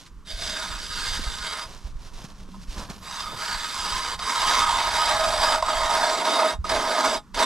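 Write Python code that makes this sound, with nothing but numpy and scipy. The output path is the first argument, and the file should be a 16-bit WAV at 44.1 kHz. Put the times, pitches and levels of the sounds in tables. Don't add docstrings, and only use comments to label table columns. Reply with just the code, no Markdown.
import sys
import numpy as np
from scipy import signal
from scipy.fft import rfft, irfft, next_fast_len
from scipy.io import wavfile
from scipy.ndimage import uniform_filter1d

SR = 44100
rng = np.random.default_rng(int(sys.argv[2]) if len(sys.argv) > 2 else 0)


def transcribe(u):
    v = np.clip(np.atleast_2d(u).T, -1, 1)
    q = np.round(v * 32767).astype(np.int16)
    wavfile.write(sys.argv[1], SR, q)


N = 328545
TIME = np.arange(N) / SR
HZ = np.fft.rfftfreq(16384, 1 / SR)


def amp(db):
    return 10 ** (np.asarray(db) / 20)


def unit(x):
    return x / np.sqrt(np.mean(x ** 2) + 1e-20)


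def read(points, hz=HZ):
    f, value = np.transpose(points)
    return np.interp(np.log(hz + 1), np.log(f + 1), value)


def over_time(points):
    return np.interp(TIME, *np.transpose(points))


def add(mix, s, sound):
    part = mix[max(round(s * SR), 0):][:len(sound)]
    part += sound[:len(part)]


def swell(middle, length):
    return 0.5 ** (2 * ((TIME - middle) / length) ** 2)


def together(gains):
    return np.sqrt(sum(gain ** 2 for gain in gains))


def wander(top_hz):
    hz = np.fft.rfftfreq(N, 1 / SR)
    roll_off = (hz > top_hz / 10) / np.sqrt(1 + (hz / top_hz) ** 4)
    return unit(irfft(rfft(rng.standard_normal(N)) * roll_off, N))


def above(edge_hz):
    return 1 / np.sqrt(1 + (edge_hz / (HZ + 1)) ** 20)


def below(edge_hz):
    return 1 / np.sqrt(1 + (HZ / edge_hz) ** 20)


def ring(x, gain):
    log_gain = np.log(np.maximum(gain / gain.max(), 1e-5))
    circle = np.r_[log_gain, log_gain[-2:0:-1]]
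    taps = np.fft.ifft(np.exp(np.conj(signal.hilbert(circle)))).real[:len(HZ)]
    return signal.oaconvolve(x, taps / np.linalg.norm(taps))[:N]


def resonate(x, hz, width_hz):
    turn = np.exp(2j * np.pi * np.cumsum(hz * np.ones(N)) / SR)
    r = np.exp(-np.pi * width_hz / SR)
    return unit((turn * signal.lfilter([1 - r], [1, -r], x / turn)).real)


def fractures(per_s, spread_db):
    size = amp(spread_db * np.minimum(rng.exponential(1, N), 4))
    return unit(size * rng.choice([-1, 1], N) * (rng.random(N) < per_s / SR))


# [dB, relative]
AIR_TONE = [(80, -15), (150, -2.5), (230, -8), (300, -8), (450, -17.5), (720, -27), (1050, -10),
            (1300, -15), (2000, -26), (3000, -28), (6000, -29), (12000, -40), (14500, -47)]
# start_s [s], level_db [dB]
DRONE_LEVEL = [(0, -67), (0.6, -52.5), (1.6, -57), (2.0, -63), (2.35, -54.5), (2.5, -46), (2.85, -51.5),
               (3.1, -56), (4.5, -54.5), (6.0, -53.5), (7.45, -54.5)]


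def air():
    hush = amp(-56.5) * ring(rng.standard_normal(N), amp(read(AIR_TONE)) * above(74))
    drone = resonate(rng.standard_normal(N), 189.4, width_hz=43)
    drone = resonate(drone, 189.4, width_hz=43)
    return hush + drone * amp(over_time(DRONE_LEVEL))


# [dB, before the mix trim]
WIND_GUSTS = [(0.126, 0.14, -45.5), (0.41, 0.18, -40), (0.77, 0.16, -39.5), (1.16, 0.33, -36.4),
              (1.69, 0.12, -43.5), (1.987, 0.23, -42), (2.66, 0.86, -44), (3.54, 0.037, -38),
              (3.983, 0.38, -41), (4.59, 0.27, -38), (5.23, 0.59, -38.2), (5.824, 0.16, -38.5),
              (6.136, 0.084, -51), (6.674, 0.14, -34), (7.114, 0.087, -40.5), (7.34, 0.08, -43)]


def wind_strength():
    calm = amp(-60.5)
    return together([calm] + [amp(db) * swell(middle, length) for middle, length, db in WIND_GUSTS])


# [dB, relative]
WIND_TONE = [(8.8, -18), (15, 5.5), (44, -1), (67, -5.5), (129, -17.5), (170, -21.5), (220, -48),
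             (370, -120)]


def rumble(breeze):
    eddies = unit(rng.standard_normal(N) * amp(3.8 * wander(14)))
    return ring(eddies * breeze, amp(read(WIND_TONE)))


# start_s [s], level_db [dB, peak of the envelope], pitch_hz [Hz]
WIND_BUFFETS = [(0.337, -25.5, 35), (1.269, -24, 46.3), (1.844, -25, 51.1), (1.954, -28.5, 38.3),
                (2.682, -23, 26.9), (2.774, -27.5, 37.7), (6.589, -22, 61.9)]


def buffets():
    out, t = np.zeros(N), np.arange(SR // 5) / SR
    u = t / 0.0089
    for s, db, hz in WIND_BUFFETS:
        add(out, s, amp(db) * u * np.exp(1 - u) * np.sin(2 * np.pi * hz * t))
    return out


# middle_s [s], length_s [s, at half power], level_db [dB], lower_edge_hz [Hz]
JACKET_SWISH = (3.5, 0.7, -58.5, 9800)


def jacket():
    middle, length, db, edge_hz = JACKET_SWISH
    return amp(db) * swell(middle, length) * ring(rng.standard_normal(N), above(edge_hz) * below(13000))


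# [dB against the thud, before the snap trim]
HEEL_LANDINGS = [(1.192, -28, 237, 1), (2.135, -41.5, 200, 3), (2.243, -29.5, 162, -10),
                 (2.486, -40, 286, -18), (2.565, -43, 229, -18), (2.78, -35, 268, 4), (2.899, -28, 190, -2)]


def heels():
    thuds, snaps, packing = np.zeros(N), np.zeros(N), np.zeros(N)
    t = np.arange(SR // 6) / SR
    u = t / 0.0038
    for s, db, hz, snap_db in HEEL_LANDINGS:
        blow = amp(db) * u * np.exp(1 - u)
        falling = 1 + 1.35 * np.exp(-t / 0.0045)
        add(thuds, s, 0.84 * blow * np.sin(2 * np.pi * hz * t * falling))
        add(snaps, s, amp(db + snap_db - 9.0) * np.exp(-t / 0.02) * rng.standard_normal(len(t)))
        add(packing, s, blow * amp(-18) * rng.standard_normal(len(t)))
    return thuds, snaps, packing


# [dB against the crunch, before the packing trim]
BOOT_TREADS = [(0.0, 0.05, -48.5, -8.5), (0.064, 0.037, -55, -13), (1.714, 0.12, -48.5, -4),
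               (1.87, 0.053, -52, -3.5), (2.055, 0.077, -51.5, -2.5), (2.205, 0.068, -47, -2),
               (2.25, 0.014, -47, -8), (2.304, 0.036, -52.5, -2), (2.402, 0.066, -55.5, -3.5),
               (2.537, 0.068, -56, -15), (2.627, 0.041, -51.5, -12), (2.721, 0.048, -45.5, -8.5),
               (2.802, 0.069, -41.5, 0), (2.905, 0.021, -45.5, 3), (2.95, 0.057, -49.5, -3.5),
               (3.045, 0.045, -49.5, -3), (3.343, 0.08, -52, 7)]
# start_s [s], end_s [s]
SHUFFLE_SPAN = (1.65, 3.05)
# [dB, relative]
CRUNCH_TONE = [(820, -64), (1400, 1), (1640, -3), (2540, -1.5), (3350, 0.5), (5620, 0), (7720, -7.5),
               (11800, -15.5), (15000, -31)]
# [dB, relative]
PACKING_TONE = [(120, -1), (200, -4), (388, -7.5), (506, -7.5), (570, -6.5), (847, -8), (963, -2),
                (1480, -12.5), (1800, -14.5), (2340, -49), (3960, -120)]


def boots():
    start, end = SHUFFLE_SPAN
    stirring = uniform_filter1d(1.0 * (TIME > start) * (TIME < end), size=2000)
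    treads = [(amp(db) * swell(middle, length), packing_db)
              for middle, length, db, packing_db in BOOT_TREADS]
    treads.append((amp(-65.5) * stirring, 0))
    crunch_level = together(weight for weight, _ in treads)
    packing_level = together(weight * amp(db) for weight, db in treads)

    clumps = unit(amp(0.57 * wander(70)))
    thuds, heel_snaps, heel_packing = heels()
    snaps = clumps * fractures(per_s=3000, spread_db=2) * crunch_level + heel_snaps
    packing = clumps * fractures(per_s=1000, spread_db=2) * packing_level + heel_packing
    crunch = ring(snaps, amp(read(CRUNCH_TONE)))
    return crunch + amp(4.0) * ring(packing, amp(read(PACKING_TONE))) + thuds


def body(broad, modes, narrowing, lift_db):
    peaks = 0
    for hz, width, db in modes:
        width_hz = max(width * narrowing, 20)
        peaks = peaks + amp(db + lift_db) ** 2 / (1 + (2 * (HZ - hz) / width_hz) ** 2)
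    return amp(read(broad)) * np.sqrt(1 + peaks)


# [dB, relative]
ICE_GRIND = [(200, -1), (255, -0.5), (300, -5.5), (450, -4), (530, -7.5), (600, -5), (1000, 2.5), (1380, 8)]
# pitch_hz [Hz], width_hz [Hz, before narrowing], level_db [dB above the grind]
ICE_MODES = [(635.3, 55.7, 20.0), (704.7, 30.2, 15.3), (833.1, 14.0, 17.9), (944.4, 52.2, 20.0),
             (1050.7, 23.6, 19.2), (1137.9, 33.9, 9.5), (1252.5, 49.5, 18.1)]


def ice_body():
    return body(ICE_GRIND, ICE_MODES, narrowing=0.72, lift_db=0.0)


def crowded(ripple_db):
    ripple = uniform_filter1d(rng.standard_normal(len(HZ)), size=14)
    ripple = unit(uniform_filter1d(ripple, size=10))
    return amp(ripple_db * ripple * np.clip(HZ / 10000, 0, 1))


# [dB, relative]
STEEL_RASP = [(1340.0, -2.5), (2400.0, -9), (3500.0, -10.5), (5200.0, -6.5), (6600.0, -10.5),
              (8000.0, -12.5), (8800.0, -17), (10200.0, -16.5), (12000.0, -26), (14200.0, -34)]
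# [dB above the rasp, before the lift]
STEEL_MODES = [(1443.0, 29.0, 8.0), (1589.0, 14.0, 9.0), (1651.0, 41.0, 6.0), (1737.0, 31.0, 5.0),
               (1857.0, 21.0, 8.0), (1996.0, 38.0, 5.0), (2093.0, 57.0, 10.0), (2224.0, 110.0, 7.0),
               (2536.0, 58.0, 9.0), (2782.0, 55.0, 7.0), (3002.0, 110.0, 4.0), (3232.0, 56.0, 12.0),
               (3434.0, 45.0, 8.0), (3559.0, 37.0, 14.0), (3658.0, 53.0, 10.0), (3778.0, 39.0, 15.0),
               (3966.0, 63.0, 8.0), (4095.0, 46.0, 5.0), (4331.0, 110.0, 4.0), (4573.0, 110.0, 6.0),
               (4692.0, 28.0, 11.0), (4768.0, 110.0, 7.0), (4980.0, 90.0, 9.0), (5735.0, 110.0, 3.0),
               (6211.0, 84.0, 3.0), (7410.0, 18.0, 8.0), (7612.0, 16.0, 8.0), (7732.0, 70.0, 10.0),
               (7910.0, 19.0, 7.0), (8208.0, 14.0, 4.0)]


def steel_body():
    return body(STEEL_RASP, STEEL_MODES, narrowing=0.65, lift_db=2.5) * crowded(ripple_db=3.5)


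# [s, decay to 1/e]
FLAKE_CATCHES = [(0.062, -64, -48.5, 0.013), (0.271, -56, -43, .01), (1.261, -36.5, -52, 0.018),
                 (2.539, -42, -62, 0.009), (4.191, -31.5, -34, 0.0084), (4.418, -20.5, -23.5, 0.0076),
                 (5.58, -35, -40, 0.0038), (5.624, -13, -27, 0.0059), (6.642, -27.5, -40, 0.0074),
                 (6.693, -21, -25.5, 0.011), (7.344, -33, -30, 0.017), (7.389, -44, -25, 0.032)]


def catches(steel, ice):
    in_ice, in_steel = np.zeros(N), np.zeros(N)
    for s, ice_db, steel_db, length in FLAKE_CATCHES:
        u = np.arange(SR // 10) / SR / length
        burst = rng.standard_normal(len(u)) * np.exp(-u ** 2)
        add(in_ice, s, amp(ice_db) * burst)
        add(in_steel, s, amp(steel_db) * burst)
    return ring(in_ice, ice * above(490) * below(1310)) + ring(in_steel, steel * above(1300))


def shifting(x, patchy_db):
    z = signal.stft(x, nperseg=1024)[2]
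    patches = uniform_filter1d(rng.standard_normal(z.shape), size=7, axis=0)
    patches = unit(uniform_filter1d(patches, size=9, axis=1))
    return unit(signal.istft(z * amp(patchy_db * patches), nperseg=1024)[1][:N])


def chatter(judder_db, judder_hz, slips_per_s, slip_db, slip_s):
    bites = rng.exponential(1, N).clip(0, 2) * (rng.random(N) < slips_per_s / SR)
    easing = signal.lfilter([1], [1, -np.exp(-1 / (slip_s * SR))], bites)
    return unit(amp(judder_db * wander(judder_hz) + slip_db * easing))


def push(start, length, bite_s):
    sag_db_per_s, release_s = 6, 0.033
    t = np.maximum(TIME - start, 0)
    bite = np.minimum(t / bite_s, 1)
    coast = np.exp(-(np.maximum(t - length, 0) / release_s) ** 2)
    return bite * amp(-sag_db_per_s * t) * coast


# [dB against the hiss, before the groan trim]
CRANK_PUSHES = [(0.247, 0.21, 0.056, -39, -12.5), (0.368, 0.17, 0.072, -31.5, -9),
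                (0.547, 0.21, 0.015, -34.5, -1.5), (0.775, 0.18, 0.015, -37, -8),
                (0.869, 0.3, 0.13, -30.5, -5), (1.202, 0.29, 0.013, -36, -5.5),
                (1.412, 0.21, 0.024, -36.5, -1), (3.006, 0.21, 0.14, -35, -0.5),
                (3.243, 0.15, 0.015, -41, 2), (3.345, 0.2, 0.078, -32.5, 0.5), (3.567, 0.19, 0.01, -33, -3),
                (3.712, 0.27, 0.081, -31, -1), (3.986, 0.14, 0.038, -32, 1), (4.167, 0.26, 0.13, -28.5, 2),
                (4.405, 0.22, 0.066, -25.5, 3.5), (4.645, 0.24, 0.028, -28.5, 5),
                (4.892, 0.31, 0.043, -26.5, 3.5), (5.214, 0.24, 0.025, -28, 3.5),
                (5.398, 0.13, 0.018, -30, 6.5), (5.453, 0.12, 0.02, -31.5, 7), (5.607, 0.29, 0.085, -31, 5),
                (5.887, 0.33, 0.015, -29, 4.5), (6.237, 0.14, 0.02, -29, 3.5),
                (6.368, 0.057, 0.027, -29.5, 9), (6.438, 0.069, 0.015, -30, 4.5),
                (6.641, 0.045, 0.011, -38, 2.5), (6.692, 0.15, 0.005, -31.5, 5),
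                (6.849, 0.15, 0.025, -30, 6.5), (6.995, 0.15, 0.068, -29.5, 3.5),
                (7.336, 0.088, 0.077, -26.5, 5.5)]


def cranking():
    clang_db, clang_follows = -4, 0.37
    pushes = [(amp(db) * push(start, length, bite_s), groan_db)
              for start, length, bite_s, db, groan_db in CRANK_PUSHES]
    bite = together(force for force, _ in pushes)
    on_spiral = together(force * amp(clang_db + clang_follows * groan_db) for force, groan_db in pushes)
    on_ice = together(force * amp(groan_db) for force, groan_db in pushes)
    return bite, on_spiral, on_ice


# start_s [s], pitch_hz [Hz]
CHIP_PITCH_CURVE = [(0.3, 1590), (0.7, 1440), (1.1, 1660), (1.5, 1410), (3.1, 1020), (3.4, 1340),
                    (3.55, 1560), (3.8, 1040), (4.45, 1040), (4.8, 917), (5.1, 900), (5.3, 663), (5.5, 914),
                    (7.45, 875)]
# start_s [s], level_db [dB against the groan before its trim]
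DEEP_LEVEL = [(0.3, 0.5), (0.95, -21), (1.5, -12.5), (3.3, -14), (4.6, -18), (5.0, -9), (5.28, -2.5),
              (5.48, -6.5), (5.9, -1.5), (7.45, -5.5)]
# start_s [s], level_db [dB against the hiss before its trim]
GRIND_LEVEL = [(0.3, -17), (3.6, -19), (4.2, -15.5), (4.6, -15.5), (5.0, -17), (5.8, -14), (6.4, -6.5),
               (7.4, -4)]


def auger(steel, ice):
    grip = chatter(judder_db=1.0, judder_hz=111, slips_per_s=60, slip_db=1.33, slip_s=0.02)
    fine = shifting(grip * fractures(per_s=16000, spread_db=2.2), patchy_db=1.9)
    coarse = shifting(grip * fractures(per_s=7000, spread_db=2.2), patchy_db=1.5)
    pitched = resonate(coarse, over_time(CHIP_PITCH_CURVE), width_hz=110)
    chips = amp(-1) * coarse + amp(-24) * pitched

    bite, on_spiral, on_ice = cranking()
    hiss = amp(0.16) * ring(fine * bite, steel * above(2660))
    clang = ring(chips * on_spiral, steel * above(1387) * below(2550))
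    groan = amp(-1.5) * ring(chips * on_ice, ice * above(685) * below(1378))
    deep = ring(chips * on_ice * amp(over_time(DEEP_LEVEL)), ice * above(642) * below(663))
    grind = ring(coarse * bite * amp(over_time(GRIND_LEVEL)), ice * above(236) * below(536))
    return hiss + clang + groan + deep + grind


# pitch_hz [Hz], likeness [0 to 1]
PORT_LIKENESS = [(60, 0.55), (130, 0.83), (290, 0.93), (640, 0.95), (1410, 0.92), (3100, 0.71),
                 (6810, 0.86), (15000, 0.87)]
# pitch_hz [Hz], left_over_right_db [dB]
PORT_BALANCE = [(60, -3.5), (110, 3), (200, -0.5), (380, -2), (700, -2.5), (1290, -3.0), (2380, -2.5),
                (4400, -2.5), (8120, -3), (15000, 3)]
# pitch_hz [Hz], left_lead_rad [radians]
PORT_LEAD = [(0, 0), (3530, -0.8), (5430, -0.4), (6720, -0.5), (8100, -0.0), (11400, -0.0), (11800, 0.5),
             (12900, 0.0), (15200, -0.0)]


def ports(x, flutter_hz, apart_db):
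    size = next_fast_len(N + SR)
    hz = np.fft.rfftfreq(size, 1 / SR)
    side = np.array([[1], [-1]])
    unlike = amp(apart_db) * np.sqrt(1 - np.clip(read(PORT_LIKENESS, hz), 0, 1))
    pair = rfft(x, size) + 1j * side * unlike * rfft(x * wander(flutter_hz), size)
    balance = amp(side * read(PORT_BALANCE, hz) / 2)
    lead = np.exp(1j * side * np.interp(hz, *np.transpose(PORT_LEAD)) / 2)
    return irfft(pair * balance * lead, size)[:, :N]


def scene():
    steel, ice = steel_body(), ice_body()
    breeze = wind_strength()
    background = air() + amp(1.24) * rumble(breeze) + buffets()
    shared = background + jacket() + boots() + catches(steel, ice) + auger(steel, ice)
    own_wind = amp([[-9], [-4]]) * np.array([rumble(breeze), rumble(breeze)])
    return ports(shared, flutter_hz=59.6, apart_db=-6.5) + own_wind


def record(dry):
    taps = signal.firwin(255, 14350, window=("kaiser", 8), fs=SR)
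    return signal.oaconvolve(dry, taps[None], "same", axes=1)


dry = scene()
out = record(dry)
transcribe(out)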